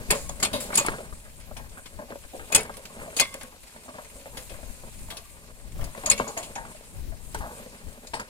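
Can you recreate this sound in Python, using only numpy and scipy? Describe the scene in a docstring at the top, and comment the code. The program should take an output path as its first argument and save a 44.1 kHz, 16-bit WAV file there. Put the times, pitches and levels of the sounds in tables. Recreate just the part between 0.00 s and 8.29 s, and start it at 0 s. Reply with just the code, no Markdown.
"""Ox cart on a dirt track

Loose iron at the axle clanks when a wheel jolts, and the iron tyre rings on: contact bursts excite decaying modes.
The wooden frame knocks by the same principle and rumbles under a ceaseless shower of small contacts.
Dry grit hisses under the rims as shaped grain noise; wind buffets two microphones as partly shared low noise.
"""
import sys
import numpy as np
from scipy import signal
from scipy.fft import rfft, irfft, next_fast_len
from scipy.io import wavfile
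from scipy.ndimage import uniform_filter1d

SR = 44100
rng = np.random.default_rng(int(sys.argv[2]) if len(sys.argv) > 2 else 0)


def waveform_to_disk(signal):
    """Save audio, clipped to [-1, 1], as 16-bit WAV at the path in sys.argv[1]."""
    frames = np.transpose(np.atleast_2d(signal))
    scaled = np.clip(frames, -1, 1) * 32767
    samples = np.round(scaled).astype(np.int16)
    wavfile.write(sys.argv[1], SR, samples)


N = 365588

# iron clanks, levels ahead of the gain of the iron: start_s, level_db, ring under 3.6 kHz and at 3.6-6 kHz
# relative to the treble (low_db, mid_db), leading rings low_hz, mid_hz, treble_hz, rattle_s
CLANKS = [(0.1039, -14, -10.5, -12, 2630, 5300, 7050, 0.012),
          (0.145, -33, -22, -23, 2550, 4640, 7600, 0.065),
          (0.2915, -28.5, -15.5, -12.5, 3400, 3960, 6800, 0.0042),
          (0.398, -31.5, -17, -12, 2080, 4500, 6550, 0.017),
          (0.4262, -17, -16, -9, 2780, 4300, 6500, 0.012),
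          (0.4476, -20.5, -1.5, -8, 1930, 4440, 8300, 0.0093),
          (0.5292, -26.5, -9, -5, 2060, 3800, 8340, 0.04), (0.6, -30, -29, -28, 3510, 5460, 8560, 0.045),
          (0.72, -35, 8, -23, 2170, 4400, 7900, 0.022), (0.7386, -27.5, -15, -7, 2550, 4390, 7800, 0.017),
          (0.7524, -14.5, -19.5, -17, 3060, 5020, 9770, 0.0053),
          (0.7728, -14, -19, -22, 2490, 4430, 7730, 0.013), (0.794, -33, -6, 4, 2510, 4450, 7560, 0.022),
          (0.862, -21.5, -10, -17, 2240, 4820, 10030, 0.0039),
          (1.5658, -35, -6, -13.5, 3020, 3800, 9040, 0.016),
          (1.8567, -36.5, 3.5, -9, 2400, 3800, 7250, 0.014),
          (2.5207, -20, -6.5, -14, 2480, 4540, 6760, 0.012),
          (2.5466, -8, -14.5, -23, 2490, 4320, 6500, 0.0088),
          (2.5577, -11.5, -11, -17, 2600, 5020, 9930, 0.0043),
          (2.5743, -27.5, -10, -11, 2670, 5080, 6700, 0.013),
          (2.606, -32.5, -27, -25, 2200, 4380, 9800, 0.01),
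          (2.6304, -33.5, -29, -30, 2240, 3860, 7300, 0.0032),
          (2.738, -45, -11, 4, 2290, 5500, 7600, 0.0071), (2.767, -40, -19, -15, 2100, 4690, 8920, 0.0099),
          (2.852, -37, 1, -2, 2270, 4410, 6760, 0.01), (3.164, -24, -17, -10, 2420, 4540, 6980, 0.026),
          (3.1873, -25, 7, 1, 2530, 4380, 5830, 0.0084),
          (3.1961, -9.5, -12.5, -14, 2430, 4440, 9560, 0.0072),
          (3.206, -17, -10, -2, 2660, 4600, 8300, 0.0063), (3.249, -35, 17, -5, 2240, 3750, 9700, 0.0091),
          (3.3406, -28.5, -8.5, -20, 2270, 4850, 6250, 0.0014),
          (3.409, -35, -2, -8, 2140, 4820, 8660, 0.018), (3.431, -36, -11, -34, 3260, 5350, 9800, 0.0029),
          (4.045, -45, 4, -18, 2510, 4410, 6720, 0.013), (4.3695, -34, -5, -13, 2540, 4710, 10000, 0.02),
          (4.493, -38.5, -0.5, -20, 2450, 5190, 9600, 0.02),
          (5.1016, -33, -11.5, -8, 3380, 3860, 7260, 0.019),
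          (5.1676, -34.5, -16, -15, 2540, 4730, 7700, 0.014),
          (5.8087, -41.5, 8, -16, 2550, 4000, 8700, 0.011), (5.8396, -33, -12, -20, 2130, 5000, 8870, 0.01),
          (6.0586, -17.5, -15, -17.5, 2700, 4640, 6770, 0.0086),
          (6.099, -8.5, -22, -22, 2500, 4610, 6760, 0.0051),
          (6.1107, -14, -9, -7.5, 2446, 4260, 8000, 0.0079),
          (6.1759, -29.5, 2, -18, 2220, 4400, 6750, 0.018),
          (6.276, -32.5, -12, -10, 2090, 4400, 6800, 0.022),
          (6.3736, -28, -16.5, -14, 2830, 4500, 6760, 0.011),
          (6.3914, -45, -21, -20, 3340, 4800, 6780, 0.034),
          (6.427, -34.5, -9, -16.5, 2560, 4660, 7450, 0.026), (6.553, -33, 4, -16, 2170, 5070, 6750, 0.013),
          (7.3443, -32, -14, -27, 2260, 4360, 8040, 0.0061),
          (8.069, -38.5, -10, 2, 3200, 3800, 6840, 0.012),
          (8.1373, -32.5, -30, -5, 1950, 4430, 8060, 0.022),
          (8.196, -36, -22, -13, 2350, 5070, 6810, 0.013)]
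# frame knocks, levels ahead of the gain of the frame: start_s, level_db, ring above 750 Hz relative to
# the middle (high_db), leading rings under and above 750 Hz (low_hz, high_hz), shudder_s
KNOCKS = [(0.102, -17.5, 10, 442, 1755, 0.011), (0.12, -19, -3.5, 527, 1090, 0.019),
          (0.293, -32, 2, 604, 1020, 0.011), (0.403, -40, -15, 600, 870, 0.026),
          (0.424, -20.5, 12, 654, 910, 0.027), (0.535, -21.5, 1, 566, 1010, 0.026),
          (0.702, -30.5, 9, 610, 960, 0.0084), (0.727, -27, 19, 560, 1080, 0.014),
          (0.779, -20, 19, 432, 1170, 0.018), (0.807, -28, -11, 560, 1100, 0.012),
          (0.845, -26, 4.5, 537, 1150, 0.02), (0.883, -15.5, 30, 500, 1600, 0.0041),
          (0.897, -31, 12, 500, 1090, 0.0043), (0.916, -36, 15, 510, 1300, 0.0075),
          (0.934, -33, 21, 596, 1590, 0.02), (0.982, -32.5, 3, 627, 1300, 0.015),
          (1.003, -34.5, -8, 624, 830, 0.0098), (1.124, -38, 12, 644, 1160, 0.0087),
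          (1.25, -47.5, 6, 640, 1520, 0.028), (1.511, -35, -1, 626, 780, 0.0055),
          (1.558, -39.5, 11, 640, 840, 0.093), (1.771, -39.5, 3, 646, 1580, 0.014),
          (1.988, -31.5, 0, 573, 1040, 0.026), (2.08, -42, 8, 610, 780, 0.024),
          (2.101, -32, 3, 590, 805, 0.022), (2.119, -36, 0, 450, 910, 0.0069),
          (2.154, -32, -7, 555, 770, 0.0079), (2.332, -35, -8, 490, 930, 0.037),
          (2.393, -35, 5, 503, 800, 0.018), (2.499, -37, 3, 650, 940, 0.0071),
          (2.516, -24.5, 3, 447, 890, 0.06), (2.546, -21, 11, 437, 870, 0.028),
          (2.693, -30.5, 4, 624, 880, 0.006), (2.775, -41, 1, 585, 1050, 0.026),
          (2.989, -38, 6, 643, 940, 0.035), (3.009, -34, 8, 510, 750, 0.051),
          (3.06, -37.5, -7, 620, 780, 0.024), (3.166, -30, -5, 446, 960, 0.0095),
          (3.207, -28.5, -11, 616, 1340, 0.012), (3.342, -33.5, -1.5, 552, 875, 0.016),
          (3.432, -34.5, -1, 493, 1520, 0.017), (3.761, -40.5, 3, 586, 1010, 0.0059),
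          (3.855, -46, -8, 640, 1300, 0.014), (3.88, -37, -4, 605, 1200, 0.02),
          (3.938, -37.5, -5, 660, 1080, 0.062), (3.983, -31.5, 0, 610, 910, 0.011),
          (4.15, -44.5, -15, 530, 1580, 0.1), (4.255, -37.5, -0.5, 583, 920, 0.015),
          (4.344, -40.5, 0, 626, 940, 0.05), (4.368, -37, -2, 530, 860, 0.013),
          (4.501, -40.5, -4, 526, 940, 0.023), (4.539, -40, 9, 580, 1060, 0.019),
          (4.586, -41.5, -6, 605, 970, 0.014), (4.626, -39, -13, 627, 1020, 0.0045),
          (4.833, -38.5, -5, 606, 1000, 0.014), (5.109, -40, 7, 684, 750, 0.054),
          (5.084, -41, 3, 560, 900, 0.0054), (5.79, -36.5, 0, 554, 970, 0.013),
          (5.81, -32.5, 1.5, 644, 1300, 0.1), (5.947, -34.5, 7, 650, 1020, 0.016),
          (5.975, -32, 0, 580, 1310, 0.01), (6.034, -30.5, 2, 615, 905, 0.016),
          (6.055, -23.5, 8, 616, 910, 0.044), (6.108, -31.5, -15, 530, 1010, 0.046),
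          (6.1975, -14.5, 15, 653, 980, 0.0022), (6.205, -24, 8, 640, 855, 0.0086),
          (6.266, -29.5, 3, 447, 810, 0.036), (6.366, -26.5, 3.5, 690, 930, 0.034),
          (6.557, -29, 5, 674, 900, 0.035), (6.649, -34.5, 10, 484, 1140, 0.013),
          (6.744, -42, -2, 595, 780, 0.012), (6.807, -41, -8, 585, 980, 0.0026),
          (7.118, -39.5, -4.5, 670, 1760, 0.021), (7.344, -24, 12.5, 450, 885, 0.018),
          (7.404, -31.5, 6, 647, 860, 0.067), (7.44, -39, -15, 704, 810, 0.037),
          (7.5, -38, -3.5, 492, 1500, 0.12), (7.588, -40, -3, 560, 1140, 0.0088),
          (7.659, -37.5, -13, 500, 1340, 0.0062), (7.916, -47, 2, 570, 1060, 0.017),
          (8.073, -44.5, 0, 600, 1610, 0.023), (8.134, -23, 15, 440, 950, 0.015),
          (8.165, -30.5, 9, 600, 1000, 0.016), (8.194, -26, 6.5, 500, 920, 0.019)]
# modes of the iron fittings, the last six being the broad crack of contact: pitch_hz, level_db, t60_s
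IRON_MODES = [(2080, 1, 0.049), (2224, -2.5, 0.12), (2296, -10, 0.06), (2500, 1, 0.093), (2523, -8, 0.086),
              (2696, -4.5, 0.14), (2920, -5, 0.02), (3114, -1.5, 0.085), (3370, 1, 0.062), (3790, 3, 0.039),
              (4185, 1.5, 0.057), (4390, -0.5, 0.089), (4640, -6, 0.054), (5070, 6, 0.045),
              (5436, 6, 0.032), (6792, 6.5, 0.023), (7843, 0, 0.018), (8190, 6, 0.025), (8990, -7, 0.026),
              (9840, 3.5, 0.02), (11200, -5.5, 0.028), (2860, 23, 0.0021), (3760, 18, 0.0016),
              (4670, 20, 0.0036), (5800, 3, 0.0027), (8460, 14, 0.00091), (12700, 13.5, 0.00061)]
# modes of the wooden frame, the last three being the broad crack of contact: pitch_hz, level_db, t60_s
WOOD_MODES = [(242.3, 7.5, 0.045), (445, -4, 0.1), (512, -7, 0.11), (570.4, 1, 0.07), (624.7, 4.5, 0.039),
              (705, -0.5, 0.02), (806, -2, 0.03), (920, -3.5, 0.037), (1042, 0, 0.0216),
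              (1186, -2.5, 0.018), (1597, -3.5, 0.0071), (1600, 0, 0.014), (910, 2.5, 0.0048),
              (1353, 19.5, 0.0013), (1960, 11.5, 0.0035)]
IRON_LAG, WOOD_LAG = 4, 10  # samples by which the right microphone hears each part later


def undb(db):
    """Inverts the decibel law: level to amplitude gain."""
    return 10 ** (np.asarray(db) / 20)


def unit(x):
    """Normalises the effective value: rms 1."""
    return x / np.sqrt(np.mean(x ** 2))


def coloured(x, table):
    """Spectral shaping: weights each frequency by a curve of (Hz, dB) points, straight in log frequency."""
    hz, db = np.transpose(table)
    size = next_fast_len(len(x))
    bins_hz = np.arange(size // 2 + 1) * SR / size + 1  # 1 Hz up, to keep the logarithm finite
    gain = undb(np.interp(np.log(bins_hz), np.log(hz), db))
    return unit(irfft(rfft(x, size) * gain, size)[:len(x)])


def walk(rate):
    """Slow random modulation: levels held 1 / rate s, smoothed twice by a moving mean; spread 1."""
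    hold = int(SR / rate)
    steps = np.repeat(rng.standard_normal(N // 100)[:N // hold + 1], hold)
    smooth = uniform_filter1d(uniform_filter1d(steps, hold), hold)[:N]
    return smooth / smooth.std()


def curves(table):
    """Linear interpolation in time of the columns of a table."""
    s, *columns = np.transpose(table)
    return [np.interp(np.arange(N) / SR, s, c) for c in columns]


def rings(modes, size):
    """Modal synthesis: one exponentially decaying sine a row."""
    hz, db, t60 = np.transpose(modes)[:, :, None]
    t = np.arange(size) / SR
    return undb(db - 60 * t / t60) * np.sin(2 * np.pi * hz * t)


def pair(x, pan_db, lag):
    """Two-microphone localisation: a level difference and a later arrival on the right."""
    return np.array([x * undb(pan_db / 2), np.roll(x, lag) * undb(-pan_db / 2)])


def lead(hz, leads_hz, db, octaves):
    """Selective excitation: lift in dB of the modes that lie near the leading rings of a blow."""
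    return sum(db * np.exp(-(np.log2(hz / f) / octaves) ** 2) for f in leads_hz)


def due(flurry, modes):
    """Resonance bandwidth: gain in dB that gives each mode its even share of a flurry's push."""
    power = np.abs(rfft(flurry)) ** 2
    bins_hz = np.linspace(0, SR / 2, len(flurry) // 2 + 1)
    detuning = (bins_hz - modes[:, :1]) * modes[:, 2:] * 2 * np.pi / np.log(1000)  # in half bandwidths
    reach = 1 / (1 + detuning ** 2)
    return -10 * np.log10(reach @ power / reach.sum(1) / power.mean())


def blows(events, modes, group_db, pan_db, lag, held, spot_db, side_db, apart, uneven_db, after_db, size):
    """Impact excitation: each blow is a flurry of small contacts that rings the modes; its spot sets their shares."""
    free_db = -24  # blows this hard throw the parts clear
    rise_s, rise_share = 0.0021, 0.061  # a blow swells for this long plus a share of its length
    out = np.zeros((2, N + 3 * size))
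    modes = np.array(modes, float)
    t = np.arange(size) / SR
    spot = rng.standard_normal((len(events), 4, len(modes)))
    # contacts come in clumps of 60 samples; the first 180 keep one set level
    clumps = np.repeat(rng.standard_normal((len(events), size // 60)), 60, axis=1)
    clumps[:, :180] = 1
    noise = rng.standard_normal((len(events), 2, size)).transpose(1, 0, 2)
    near, far = noise * undb(uneven_db * clumps)
    apart = np.clip(apart, 0, 1)  # share of the contacts that reach the right microphone by other paths
    contact = np.stack([near, np.sqrt(1 - apart) * near + np.sqrt(apart) * far], axis=1)
    for k, (s, db, *colour, length) in enumerate(events):
        share_db = spot_db * spot[k, 1] + group_db(*colour)
        # light taps crack more than they ring
        share_db += (modes[:, 2] > .02) * 0.19 * (db + 9.5)
        # parts that touch pull each other's modes a little off pitch
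        detune = 1 + np.outer(spot[k, 3], [.008, 0, 0])
        # lighter blows leave the parts touching: ring time shortens by `held` dB per dB under free_db
        damping = undb(held * min(db - free_db, 0))
        struck = modes * detune * [1, 1, damping]
        ring = rings(struck, size=size)
        length = np.clip(length, .002, .08)
        # the parts chatter, fall apart, and go on trembling
        force = np.exp(-(t / length) ** 2) + undb(after_db) * np.exp(-t / (1.4 * length))
        flurry = contact[k] * force * np.minimum(t / (rise_s + rise_share * length), 1)
        # each mode beams its own way, so the microphones get unlike shares
        sides = []
        for way, push in zip((1, -1), flurry):
            level_db = share_db + due(push, struck) + way * side_db * spot[k, 2]
            response = (np.sign(spot[k, 0]) * undb(level_db)) @ ring
            sides.append(signal.fftconvolve(push, response))
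        left, right = sides
        sound = np.array([left * undb(pan_db / 2), np.roll(right, lag) * undb(-pan_db / 2)])
        at = int(s * SR)
        out[:, at:at + len(left)] += undb(db) * sound / np.abs(left).max()
    return out[:, :N]


def taps(db, colours_db, leads_hz):
    """Random arrivals: rows of faint stray blows at chance moments, each with its own colour."""
    count = int(9 * N / SR)  # 9 taps a second
    when = rng.random(count)
    loudness, hue, pitch = rng.standard_normal((count, 3)).T
    colours = [c + 6 * hue for c in colours_db]
    leads = [f * np.exp(.15 * pitch) for f in leads_hz]
    length_s = .012 + 0 * when
    return list(zip(when * N / SR, db + 3 * loudness, *colours, *leads, length_s))


def shaken(modes, bumps_db, grain_db):
    """Continuous modal excitation: a ceaseless shower of small uneven contacts into the modes."""
    grains = np.repeat(rng.standard_normal(N // 40 + 1), 40)[:N]
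    contacts = rng.standard_normal(N) * undb(bumps_db + grain_db * grains)
    return unit(signal.fftconvolve(contacts, rings(modes, size=6000).sum(0))[:N])


def aftershock(events, after_db, t60, calm_db):
    """Exponential energy decay: level in dB of a part that shakes on after every blow, down to its calm level."""
    kicks = np.zeros(N)
    for s, db, *_ in events:
        kicks[int(s * SR)] = undb(2 * (db + after_db))  # as power
    decay = undb(-120 / max(t60, .05) / SR)
    power = signal.lfilter([1], [1, -decay], kicks)
    return 10 * np.log10(power + undb(2 * calm_db))


def iron():
    """Impact of stiff bodies: linchpin, washers and hub rings knock together and ring their modes."""
    hz = np.array(IRON_MODES)[:, 0]

    def group_db(low, mid, *leads):
        """Spectral balance: level of each mode by its band and its nearness to the leading rings."""
        return np.select([hz < 3600, hz < 6000], [low, mid], 0) + lead(hz, leads, 12.5, 0.039)

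    strays = taps(-51, [-10, -20], [2500, 4500, 8000])
    return undb(7.0) * blows(CLANKS + strays, IRON_MODES, group_db, pan_db=2.5, lag=IRON_LAG, held=1.12,
                             spot_db=2.5, side_db=2.0, apart=0.87, uneven_db=1.0, after_db=5.0, size=9000)


def chatter(db):
    """Sustained rattling: the loose iron trembles on after each jolt."""
    bumps_db = 3 * walk(90)
    # many parts, many paths: one shared tremble and one for each microphone
    shared, left, right = (shaken(IRON_MODES, bumps_db, grain_db=1.5) for _ in range(3))
    return undb(db) * (undb(-6.0) * pair(shared, 0.24, IRON_LAG) + undb(-1.5) * np.array([left, right]))


def tyre():
    """Lightly damped resonance: the hardest jolts set the iron tyre of the wheel ringing."""
    # modes of the tyre, which rings on: pitch_hz, level_db, t60_s
    tyre_modes = [(1035, -9, 0.6), (1105, -5, 0.9), (1180, -7, 0.5), (1590, -8, 0.4), (2110, -5, 0.28),
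                  (2165, -5, 0.35), (2248, -3, 0.35), (2850, -6, 0.2), (3378, -7, 0.25), (3490, -7, 0.28)]
    # jolts that reach the tyre, levels ahead of the flutter: start_s, level_db, ring under 1.8 kHz and above
    # 3 kHz relative to the middle (low_db, high_db), leading rings under and above 1.8 kHz (low_hz, high_hz), rattle_s
    jolts = [(.11, -37.5, 12, -8, 1090, 2245, 0.03), (.78, -34.5, -8, -9, 1114, 3440, .02),
             (2.552, -33.5, -9, -12, 1590, 2245, 0.06), (3.2, -29, -4.5, 6.5, 1138, 2110, 0.03),
             (5.105, -41.5, 1, 4, 1180, 3360, .02), (6.11, -30, -8, 7, 1114, 2248, 0.021)]
    hz = np.array(tyre_modes)[:, 0]

    def group_db(low, high, *leads):
        """Spectral balance: level of each mode by its band and its nearness to the leading rings."""
        return np.select([hz < 1800, hz > 3000], [low, high], 0) + lead(hz, leads, 10, .03)

    ring = blows(jolts, tyre_modes, group_db, pan_db=1.5, lag=IRON_LAG, held=0,
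                 spot_db=-1.5, side_db=4.5, apart=0, uneven_db=-1, after_db=1, size=18000)
    # the rolling tyre rubs on the dirt, so its ring flutters: 5 dB spread, 60 levels a second
    return ring * undb(5 * walk(60))


def frame():
    """Impact of well-damped bodies: planks, spokes and hub knock in their joints."""
    hz = np.array(WOOD_MODES)[:, 0]

    def group_db(high, *leads):
        """Spectral balance: level of each mode by its band and its nearness to the leading rings."""
        return np.select([hz > 750, hz < 330], [high, -2.5], 0) + lead(hz, leads, 11, 0.15)

    strays = taps(-48, [3], [570, 1150])
    return undb(4.0) * blows(KNOCKS + strays, WOOD_MODES, group_db, pan_db=2, lag=WOOD_LAG, held=0,
                             spot_db=3.0, side_db=1.62, apart=0, uneven_db=2.5, after_db=8.0, size=6000)


def rumble(db):
    """Random forced vibration: clods under the wheels shake the frame."""
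    return undb(db) * pair(shaken(WOOD_MODES, 3.6 * walk(45), grain_db=2.5), 0.15, WOOD_LAG)


def grit(db):
    """Granular noise: dust and dry stalks crushed all round, in fine grains unrelated at the two microphones."""
    # spectrum of the grains: pitch_hz, density_db (per Hz)
    grain_spectrum = [(590, -11), (1000, -1), (1100, -13), (1420, -11), (2300, -5.5), (6020, -8),
                      (8720, 4.5), (12500, -9.5), (13500, -11), (15000, -9), (15900, -33)]
    crunch = np.maximum(walk(60) - 1, 0)  # now and then a clod breaks
    raw = rng.standard_normal((2, N)) * undb(5.0 * rng.standard_normal((2, N)))
    grains = np.array([undb(side_db) * coloured(g, grain_spectrum) for g, side_db in zip(raw, (4.5, 3))])
    out = 0
    edges_hz = [300, 1500, 2500, 4000, 6500, 11000, 20000]  # grain sizes that swell on their own
    for low, high in zip(edges_hz, edges_hz[1:]):
        band = signal.sosfilt(signal.butter(3, [low, high], "band", fs=SR, output="sos"), grains)
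        out = out + band * undb(1.1 * walk(45) + 1.2 * walk(9) + 2.2 * crunch)
    return undb(db) * out


def wind(db):
    """Turbulent pressure noise: eddies at the microphone ports, stronger on the left, partly shared."""
    # spectrum of the eddies: pitch_hz, density_db (per Hz)
    eddy_spectrum = [(15, -1), (40, 2), (80, -6), (160, -13.5), (320, -22.5), (900, -44.5)]
    shared, left, right = (coloured(rng.standard_normal(N), eddy_spectrum) * undb(2.8 * walk(19))
                           for _ in range(3))
    left_port = undb(4.5) * left + undb(-3.5) * shared
    right_port = undb(-21.0) * right + undb(-2.0) * shared
    return undb(db) * np.array([left_port, right_port])


def gusts():
    """Addition of powers: level in dB of the wind, a slow swell with bell-shaped puffs on top."""
    # slow swell of the wind, ahead of the gains at the ports: time_s, level_db
    swell = [(0.0, -57), (1.22, -48.5), (1.57, -46), (1.98, -53), (2.72, -56.5), (3.07, -55.5),
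             (4.18, -59.5), (4.57, -48.5), (5.56, -51.5), (5.75, -48), (6.6, -54), (7.25, -52), (7.64, -57),
             (8.29, -56.5)]
    # single puffs, ahead of the gains at the ports: centre_s, level_db, length_s
    puff_rows = [(0, -38, 0.034), (0.098, -29, 0.0092), (0.293, -40.5, 0.084), (0.389, -43, 0.016),
                 (0.524, -31.5, 0.0081), (0.9, -41, 0.025), (1.13, -41, 0.016), (1.613, -42, 0.047),
                 (1.962, -49, 0.025), (2.258, -42.5, 0.0073), (3.002, -40, 0.012), (4.156, -50, 0.017),
                 (4.338, -48, 0.029), (5.044, -41.5, 0.067), (5.666, -43, 0.034), (5.817, -34, 0.062),
                 (7.06, -40, 0.083), (7.366, -37.5, 0.073), (7.871, -39.5, 0.031)]
    t = np.arange(N) / SR
    puffs = sum(undb(2 * db) * np.exp(-((t - s) / length) ** 2) for s, db, length in puff_rows)
    return 10 * np.log10(undb(2 * curves(swell)[0]) + puffs)


def scene():
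    """Superposition: the cart and the air around the microphones."""
    # rolling, rumble being the calm level of the frame: time_s, rumble_db, grit_db
    rolling = [(0.0, -39.5, -51), (0.11, -47.5, -47.5), (0.41, -44, -52), (0.69, -37.5, -49.5),
               (0.85, -45, -44), (1.08, -55, -56), (1.94, -55, -57), (2.38, -58, -52), (2.54, -44, -52.5),
               (3.32, -50.5, -51.5), (3.58, -59, -56), (4.41, -53, -50), (4.94, -56, -51),
               (5.75, -54.5, -60.5), (6.0, -52, -47), (6.23, -43, -46), (6.51, -46, -53.5),
               (6.79, -52.5, -54), (7.13, -56, -58), (7.55, -49.5, -49), (7.92, -51.5, -55.5),
               (8.29, -59.5, -57)]
    rumble_db, grit_db = curves(rolling)
    # shaking starts 17.5 dB under the listed level of each blow
    shaking = rumble(aftershock(KNOCKS, after_db=-17.5, t60=0.34, calm_db=rumble_db))
    trembling = chatter(aftershock(CLANKS, after_db=-17.5, t60=0.21, calm_db=-58.5))
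    return iron() + tyre() + frame() + shaking + trembling + grit(grit_db) + wind(gusts())


def record(dry):
    """Amplitude limiting and band limiting: clips at full scale, then cuts steeply above 15.85 kHz."""
    top_cut = signal.ellip(12, .2, 90, 15850, fs=SR, output="sos")
    return signal.sosfilt(top_cut, np.clip(dry, -1, 1))


dry = scene()
out = record(dry)
waveform_to_disk(out)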